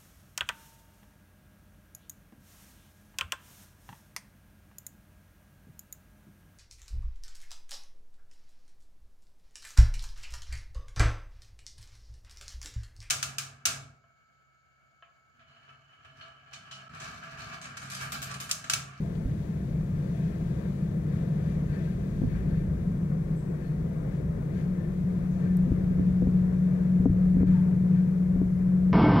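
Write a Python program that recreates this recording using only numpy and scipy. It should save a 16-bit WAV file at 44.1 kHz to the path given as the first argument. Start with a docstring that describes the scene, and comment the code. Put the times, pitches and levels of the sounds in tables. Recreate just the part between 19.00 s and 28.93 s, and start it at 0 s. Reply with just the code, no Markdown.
"""A cable-car cabin gliding along its ropes, heard from inside. The rollers shake it, so it rumbles
and drones in a cluster of beating tones. Halfway through, a rope vibration swells into a throbbing hum.
The wall gives dull thumps, mostly in the second half, and the fittings tick. Air rushes past a gap on
the left, which also lets in the hiss and faint metallic singing of the running gear."""
import sys
import numpy as np
from scipy import signal
from scipy.fft import rfft, irfft, next_fast_len
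from scipy.io import wavfile
from scipy.ndimage import uniform_filter1d, minimum_filter1d, map_coordinates

SR = 44100
rng = np.random.default_rng(int(sys.argv[2]) if len(sys.argv) > 2 else 0)


def waveform_to_disk(signal):
    """Save audio, clipped to [-1, 1], as 16-bit WAV at the path in sys.argv[1]."""
    frames = np.transpose(np.atleast_2d(signal))
    scaled = np.clip(frames, -1, 1) * 32767
    samples = np.round(scaled).astype(np.int16)
    wavfile.write(sys.argv[1], SR, samples)


N = 437913

# Gear scraping the rope. Each row: peak time in seconds, length in seconds, singing in dB, hiss in dB.
SCRAPES = [(2.166, .14, -56.5, -61.5), (2.5, 0.15, -57.5, -62.5), (2.745, .12, -50, -67.5),
           (2.872, 0.15, -54, -61.5), (3.35, 0.14, -50.5, -63.5), (3.546, 0.21, -54, -65),
           (4.643, 0.12, -53.5, -67), (5.14, .12, -59.5, -65), (5.59, .14, -51.5, -60.5),
           (6.44, 0.11, -52.5, -64), (8.523, 0.28, -54, -64), (8.976, .16, -57.5, -65)]


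def cabin():
    """The rollers shake frame and panels over a broad rumble; a diffuse part differs between sides."""
    # Shaking. Each row: time in seconds, rumble and drone in relative dB.
    ride = [(0.0, -40, -30), (0.3, -35.5, -34), (1.2, -40.0, -31.5), (2.1, -38, -30), (3.0, -36, -32.0),
            (3.45, -30, -30.5), (4.0, -38.5, -29), (4.5, -40, -33), (5.3, -35.0, -31), (6.25, -38.5, -33.5),
            (6.85, -31.5, -30.5), (7.7, -38.5, -31.5), (8.4, -31.5, -31), (8.95, -42.5, -29.5),
            (9.4, -34.5, -35), (9.93, -39, -33.5)]
    # Resonances. Each row: frequency in Hz, half-width in Hz, relative level in dB.
    frame_modes = [(27.5, 4, -9), (35.8, 6, -2), (51.3, 3.6, -5.5), (62.2, 4.9, 0), (70, 5.7, -2),
                   (89.8, 2.7, -1)]
    panel_modes = [(123, 28, -7), (136.1, 20, 2.5), (162, 3.2, 3.5), (165.6, 28, 1)]
    # Noise spectra. Each row: frequency in Hz, relative density in dB.
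    rumble_spectrum = [(8, -21), (20, -10.5), (45, -5.5), (110, -4.5), (200, 6.5), (270, -4.5), (350, -4),
                       (430, -22), (550, -31), (750, -39), (1200, -51), (2500, -55.5), (5000, -89.5)]
    diffuse_spectrum = [(20, -16), (45, -7), (70, -4.5), (170, 0), (260, -12.5), (500, -28), (1500, -72.5)]
    rumble_db, drone_db = curves(ride)
    frame = amp(rumble_db - 1.3) * shaken(frame_modes)
    panels = amp(drone_db - 0.5) * roller_drone() + amp(drone_db - 3.5) * shaken(panel_modes)
    broad = amp(-41.5 + 0.21 * (rumble_db - rumble_db.mean())) * noise(rumble_spectrum)
    diffuse = amp(rumble_db - 11) * noise(diffuse_spectrum, channels=2)
    return frame + placed(panels, pan_db=1.5) + broad + diffuse


def roller_drone():
    """Each tone of the turning rollers wavers on its own; together they beat. Rms 1."""
    # Each row: frequency in Hz, relative level in dB.
    roller_tones = [(97.3, -7), (126, -13.5), (128.5, -8), (140.3, -2), (148.5, 0.5), (155.8, -1.5),
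                    (160.6, 2), (167, -3.5), (179.3, -2.5), (186, -5), (192.8, -1.5), (225.3, -12)]
    t = np.arange(N) / SR
    drone = np.zeros(N)
    for hz, db in roller_tones:
        gain = amp(db + 2 * wobble(1.546))
        drift_rad = 0.84 * wobble(1.268) + rng.uniform(0, 2 * np.pi)
        drone += gain * np.sin(2 * np.pi * hz * t + drift_rad)
    return unit(drone)


def rope_hum(start_s=5.3, attack_s=0.31, start_hz=181.2, rise_hz_per_s=0.44):
    """One rope vibration sets in, creeps up in pitch and throbs unevenly."""
    # Each row: time in seconds, relative level in dB.
    hum_levels = [(5.3, -41), (5.9, -31.5), (6.4, -29), (6.6, -24), (6.85, -29), (7.3, -24), (8.1, -25.5),
                  (8.45, -21), (9.0, -24.5), (9.5, -26.0), (9.93, -21)]
    throb_db, throb_per_s, left_lag_rad = 1.46, 10, 0.12
    level_db, = curves(hum_levels)
    age_s = np.arange(N) / SR - start_s
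    onset = np.clip(age_s / attack_s, 0, 1)
    phase = 2 * np.pi * np.cumsum(start_hz + rise_hz_per_s * age_s) / SR + 0.051 * wobble(42)
    tone = np.sin([phase - left_lag_rad, phase])
    gain = onset * amp(level_db + 3 + throb_db * wobble(throb_per_s))
    return placed(gain * tone, pan_db=3)


def wall_thumps():
    """Soft blows ring the cabin wall; the longer the contact, the duller the thump."""
    # Each row: start in seconds, peak in dB, contact time in seconds, left over right in dB.
    blows = [(0.256, -16, 0.0037, -2.5), (3.218, -17.5, 0.0007, 9), (3.237, -16.5, .001, -13),
             (6.673, -19.5, 0.001, 6), (6.718, -11.5, 0.0014, 7), (6.91, -18, 0.003, -6),
             (6.995, -16.5, 0.0016, -14.5), (7.222, -15, 0.00071, 7.5), (7.271, -16, 0.0007, 4.5),
             (8.0, -17, 0.0025, 4.5), (8.057, -8.5, 0.00034, 6), (8.061, -11.5, 0.00046, 4),
             (8.1, -14, 0.003, 1), (8.345, -20, .0013, 4.5), (8.368, -14.5, 0.0014, -5),
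             (8.408, -14.5, 0.0014, 0.5), (8.432, -9.5, .0008, 6.5), (8.491, -17, .002, 5.5),
             (9.361, -18, 0.001, 8.5), (9.416, -13.5, .0009, 6.5)]
    # Each row: frequency in Hz, relative level in dB, 60 dB decay time in seconds.
    wall_modes = [(78, -12.5, 0.12), (113.5, -4.5, 0.6), (225, -4, 0.063), (263.8, 8, 0.08),
                  (358, 2.5, 0.059), (452, -2.5, 0.069), (640, -5, 0.034), (900, -12, 0.0095)]
    out, t = np.zeros((2, N)), np.arange(SR // 5) / SR
    hz, mode_db, t60_s = np.transpose(wall_modes)[:, :, None]
    for start_s, peak_db, contact_s, pan_db in blows:
        strength, detune, skew = rng.standard_normal((3, len(wall_modes), 1))
        phase = 2 * np.pi * hz * (1 + 0.06 * detune) * t
        decay = amp(mode_db + 2 * strength - 60 * t / t60_s)
        # each mode reaches the two sides slightly out of step
        ring = np.array([(decay * np.sin(phase + side * 0.11 * skew)).sum(0) for side in (1, -1)])
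        force = t * np.exp(-2 * t / contact_s)
        thump = signal.fftconvolve(ring, [force], axes=1)[:, :len(t)]
        add(out, start_s, placed(amp(peak_db) * thump / abs(thump).max(), pan_db))
    return out


def gap(scatter_share=0.31):
    """Air and gear noise enter on the left and reach the right shaded and partly scattered."""
    # Steady flow. Each row: time in seconds, air rush and hiss in relative dB.
    flow = [(0.0, -58, -61.5), (0.55, -58, -62.5), (0.9, -59.5, -64), (1.1, -58, -60), (1.65, -56, -60),
            (2.0, -58.5, -64), (2.2, -55.5, -62), (2.9, -57.0, -61), (3.6, -57.5, -65), (4.0, -57.5, -67),
            (5.3, -56, -67), (5.7, -56, -65.5), (7.2, -55.5, -64), (8.1, -56, -66.0), (8.6, -55.5, -66.5),
            (9.3, -56, -67.5), (9.93, -57.5, -68.5)]
    # Each row: frequency in Hz, left over right in dB.
    shade = [(220, 2.5), (330, 17.5), (450, 15.5), (700, 19), (2000, 19.5), (4000, 19), (12000, 7.5)]
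    # Each row: frequency in Hz, left minus right phase in radians.
    lead = [(430, 0), (860, -1.7), (1200, -2), (12000, -2.5)]
    rush_db, hiss_db = curves(flow)
    direct, scattered = air_rush(rush_db) + gear_singing(hiss_db) + gear_hiss(hiss_db)
    blend = np.sqrt(1 - scatter_share) * direct + np.sqrt(scatter_share) * scattered
    right = filtered(blend, lambda hz: amp(-along(shade, hz)) * np.exp(-1j * along(lead, hz)))
    return np.array([direct, right])


def air_rush(level_db):
    """Air flows past the gap with a slight flutter."""
    # Each row: frequency in Hz, relative density in dB.
    rush_spectrum = [(120, -14.5), (260, 14.5), (400, 17.5), (500, 14.5), (650, 7.5), (820, -0.5),
                     (1100, 0), (1450, -3), (1900, -5), (2350, -9.5), (2750, -21), (5000, -44.5),
                     (9000, -72.5)]
    return amp(level_db + 15 + 0.92 * wobble(15)) * noise(rush_spectrum, channels=2)


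def gear_singing(hiss_db, scrape_low_hz=1000):
    """The running gear rings in step with the steady hiss; scrapes excite only its upper modes."""
    # Each row: frequency in Hz, half-width in Hz, relative level in dB.
    gear_modes = [(666, 24, 12.5), (888, 22, -1), (1590, 34, 3), (1768, 30, 2.5), (1850, 490, -6.5),
                  (2360, 28, -5), (2542, 22, -4.5), (3420, 50, -19.5), (4370, 40, -14.5)]
    steady = amp(hiss_db + 6 + wobble(9)) * shaken(gear_modes, channels=2)
    upper_modes = [mode for mode in gear_modes if mode[0] > scrape_low_hz]
    scrape_gain = sum(amp(db) * swell(peak_s, length_s) for peak_s, length_s, db, _ in SCRAPES)
    return steady + scrape_gain * shaken(upper_modes, channels=2)


def gear_hiss(level_db):
    """The hiss at the gap flares whenever the gear scrapes the rope."""
    # Each row: frequency in Hz, relative density in dB.
    hiss_spectrum = [(1000, -21.5), (2200, 3.5), (3000, -0.5), (3700, 1.5), (4200, -3.5), (4550, -1),
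                     (5100, -7), (6500, -3.5), (8000, -10), (11000, -11), (16000, -18)]
    gain = amp(level_db + 0.74)
    for peak_s, length_s, _, db in SCRAPES:
        gain = np.hypot(gain, amp(db) * swell(peak_s, length_s))
    return gain * amp(0.63 * wobble(12)) * noise(hiss_spectrum, channels=2)


def fitting_ticks():
    """Fittings click, rustle and squeak, each in its own noise band."""
    # Each row: start in seconds, level in dB, centre and width in Hz,
    # rise and 60 dB decay times in seconds, left over right in dB.
    ticks = [(0.154, -51, 3530, 2000, .0005, 0.025, 11), (4.35, -61, 7900, 900, 0.022, 0.52, 11),
             (4.61, -63, 4350, 90, .04, 0.38, 12), (5.739, -49, 1782, 40, 0.05, 0.43, 13),
             (6.29, -63, 6400, 1200, 0.033, .5, 3), (6.401, -50, 1777, 40.5, .08, 0.55, 18),
             (6.569, -40, 12600, 7940, 0.0003, .012, 5), (6.622, -64, 11100, 4030, 0.00092, 0.034, -1),
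             (8.46, -52, 1200, 895, .06, .9, 14.5), (8.53, -49.5, 892, 36, 0.019, 0.6, 12),
             (8.57, -65, 11080, 5990, 0.027, .4, 4.5)]
    out, t = np.zeros((2, N)), np.arange(SR // 2) / SR
    for start_s, db, centre_hz, width_hz, rise_s, t60_s, pan_db in ticks:
        white = rng.standard_normal((2, len(t)))
        band = unit(filtered(white, lambda hz: 1 / (1 + (2 * (hz - centre_hz) / width_hz) ** 2)))
        envelope = amp(db - 60 * t / t60_s) * (1 - np.exp(-(t / rise_s) ** 2))
        add(out, start_s, placed(envelope * band, pan_db))
    return out


def noise_floor(whine_hz=15625):
    """Steady electronic hiss and a thin whine."""
    # Each row: frequency in Hz, relative density in dB.
    floor_spectrum = [(100, 9.5), (1700, 2.5), (2600, 1), (3800, 1), (4800, -1), (5600, 1.5), (7000, 0),
                      (10000, -1), (15500, -4.5)]
    whine = amp(-88.5) * np.sin(2 * np.pi * whine_hz * np.arange(N) / SR)
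    return amp(-65) * noise(floor_spectrum, channels=2) + whine


def amp(db):
    """Decibels to gain."""
    return 10 ** (np.asarray(db) / 20)


def unit(x):
    """Scale to rms 1."""
    return x / np.sqrt(np.mean(x ** 2) + 1e-20)


def along(points, hz):
    """Interpolate (Hz, value) points on a log frequency axis."""
    knots_hz, values = np.transpose(points)
    return np.interp(np.log(hz + 1), np.log(knots_hz + 1), values)


def curves(rows):
    """One value per sample for each column after the time."""
    times_s, *columns = np.transpose(rows)
    return [np.interp(np.arange(N) / SR, times_s, column) for column in columns]


def wobble(knots_per_s):
    """Smooth random curve, rms near 1."""
    position = np.arange(N) * knots_per_s / SR
    knots = rng.standard_normal(int(position[-1]) + 4)
    coarse = np.linspace(0, position[-1], num=2000)
    return np.interp(position, coarse, map_coordinates(knots, [coarse]))


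def swell(peak_s, length_s):
    """Gaussian rise and fall, peak 1."""
    return np.exp(-(2 * (np.arange(N) / SR - peak_s) / length_s) ** 2)


def filtered(x, response):
    """Apply a response given as a function of Hz."""
    size = next_fast_len(x.shape[-1] + SR // 2)
    spectrum = rfft(x, size) * response(np.fft.rfftfreq(size, 1 / SR))
    return irfft(spectrum, size)[..., :x.shape[-1]]


def noise(spectrum, channels=1):
    """Independent noises with the given spectrum, rms 1."""
    return unit(filtered(rng.standard_normal((channels, N)), lambda hz: amp(along(spectrum, hz))))


def shaken(modes, channels=1):
    """Steep-skirted resonances under random shaking, rms 1."""
    def response(hz):
        return np.sqrt(sum(amp(db) ** 2 / (1 + ((hz - mode_hz) / half_width_hz) ** 2) ** 2
                           for mode_hz, half_width_hz, db in modes))
    return unit(filtered(rng.standard_normal((channels, N)), response))


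def placed(x, pan_db):
    """Pan left over right by pan_db; the two gains average 1."""
    gains = amp([[pan_db / 2], [-pan_db / 2]])
    return x * gains / gains.mean()


def add(track, start_s, sound):
    """Mix a stereo sound in at start_s."""
    part = track[:, max(round(start_s * SR), 0):][:, :sound.shape[1]]
    part += sound[:, :part.shape[1]]


def limited(x, ceiling_db, hold_s):
    """The gain ducks briefly whenever a peak would pass the ceiling."""
    size = int(hold_s * SR) | 1
    needed = np.minimum(1, amp(ceiling_db) / (abs(x).max(0) + 1e-9))
    held = minimum_filter1d(needed, size, origin=size // 2)
    return x * uniform_filter1d(minimum_filter1d(held, size=101), size=101)


def scene():
    """Stereo sum of all sources in the cabin."""
    return cabin() + rope_hum() + gap() + wall_thumps() + fitting_ticks() + noise_floor()


def record(dry, low_cut_hz=12, top_hz=15750):
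    """Cut the deepest bass, limit peaks, fade the ends and remove the top treble."""
    thinned = filtered(dry, lambda hz: hz ** 2 / (hz ** 2 + low_cut_hz ** 2))
    held = limited(thinned, ceiling_db=-9.5, hold_s=0.03)
    fade = signal.windows.tukey(N, 0.001)
    return filtered(fade * held, lambda hz: hz < top_hz)


dry = scene()
out = record(dry)
waveform_to_disk(out)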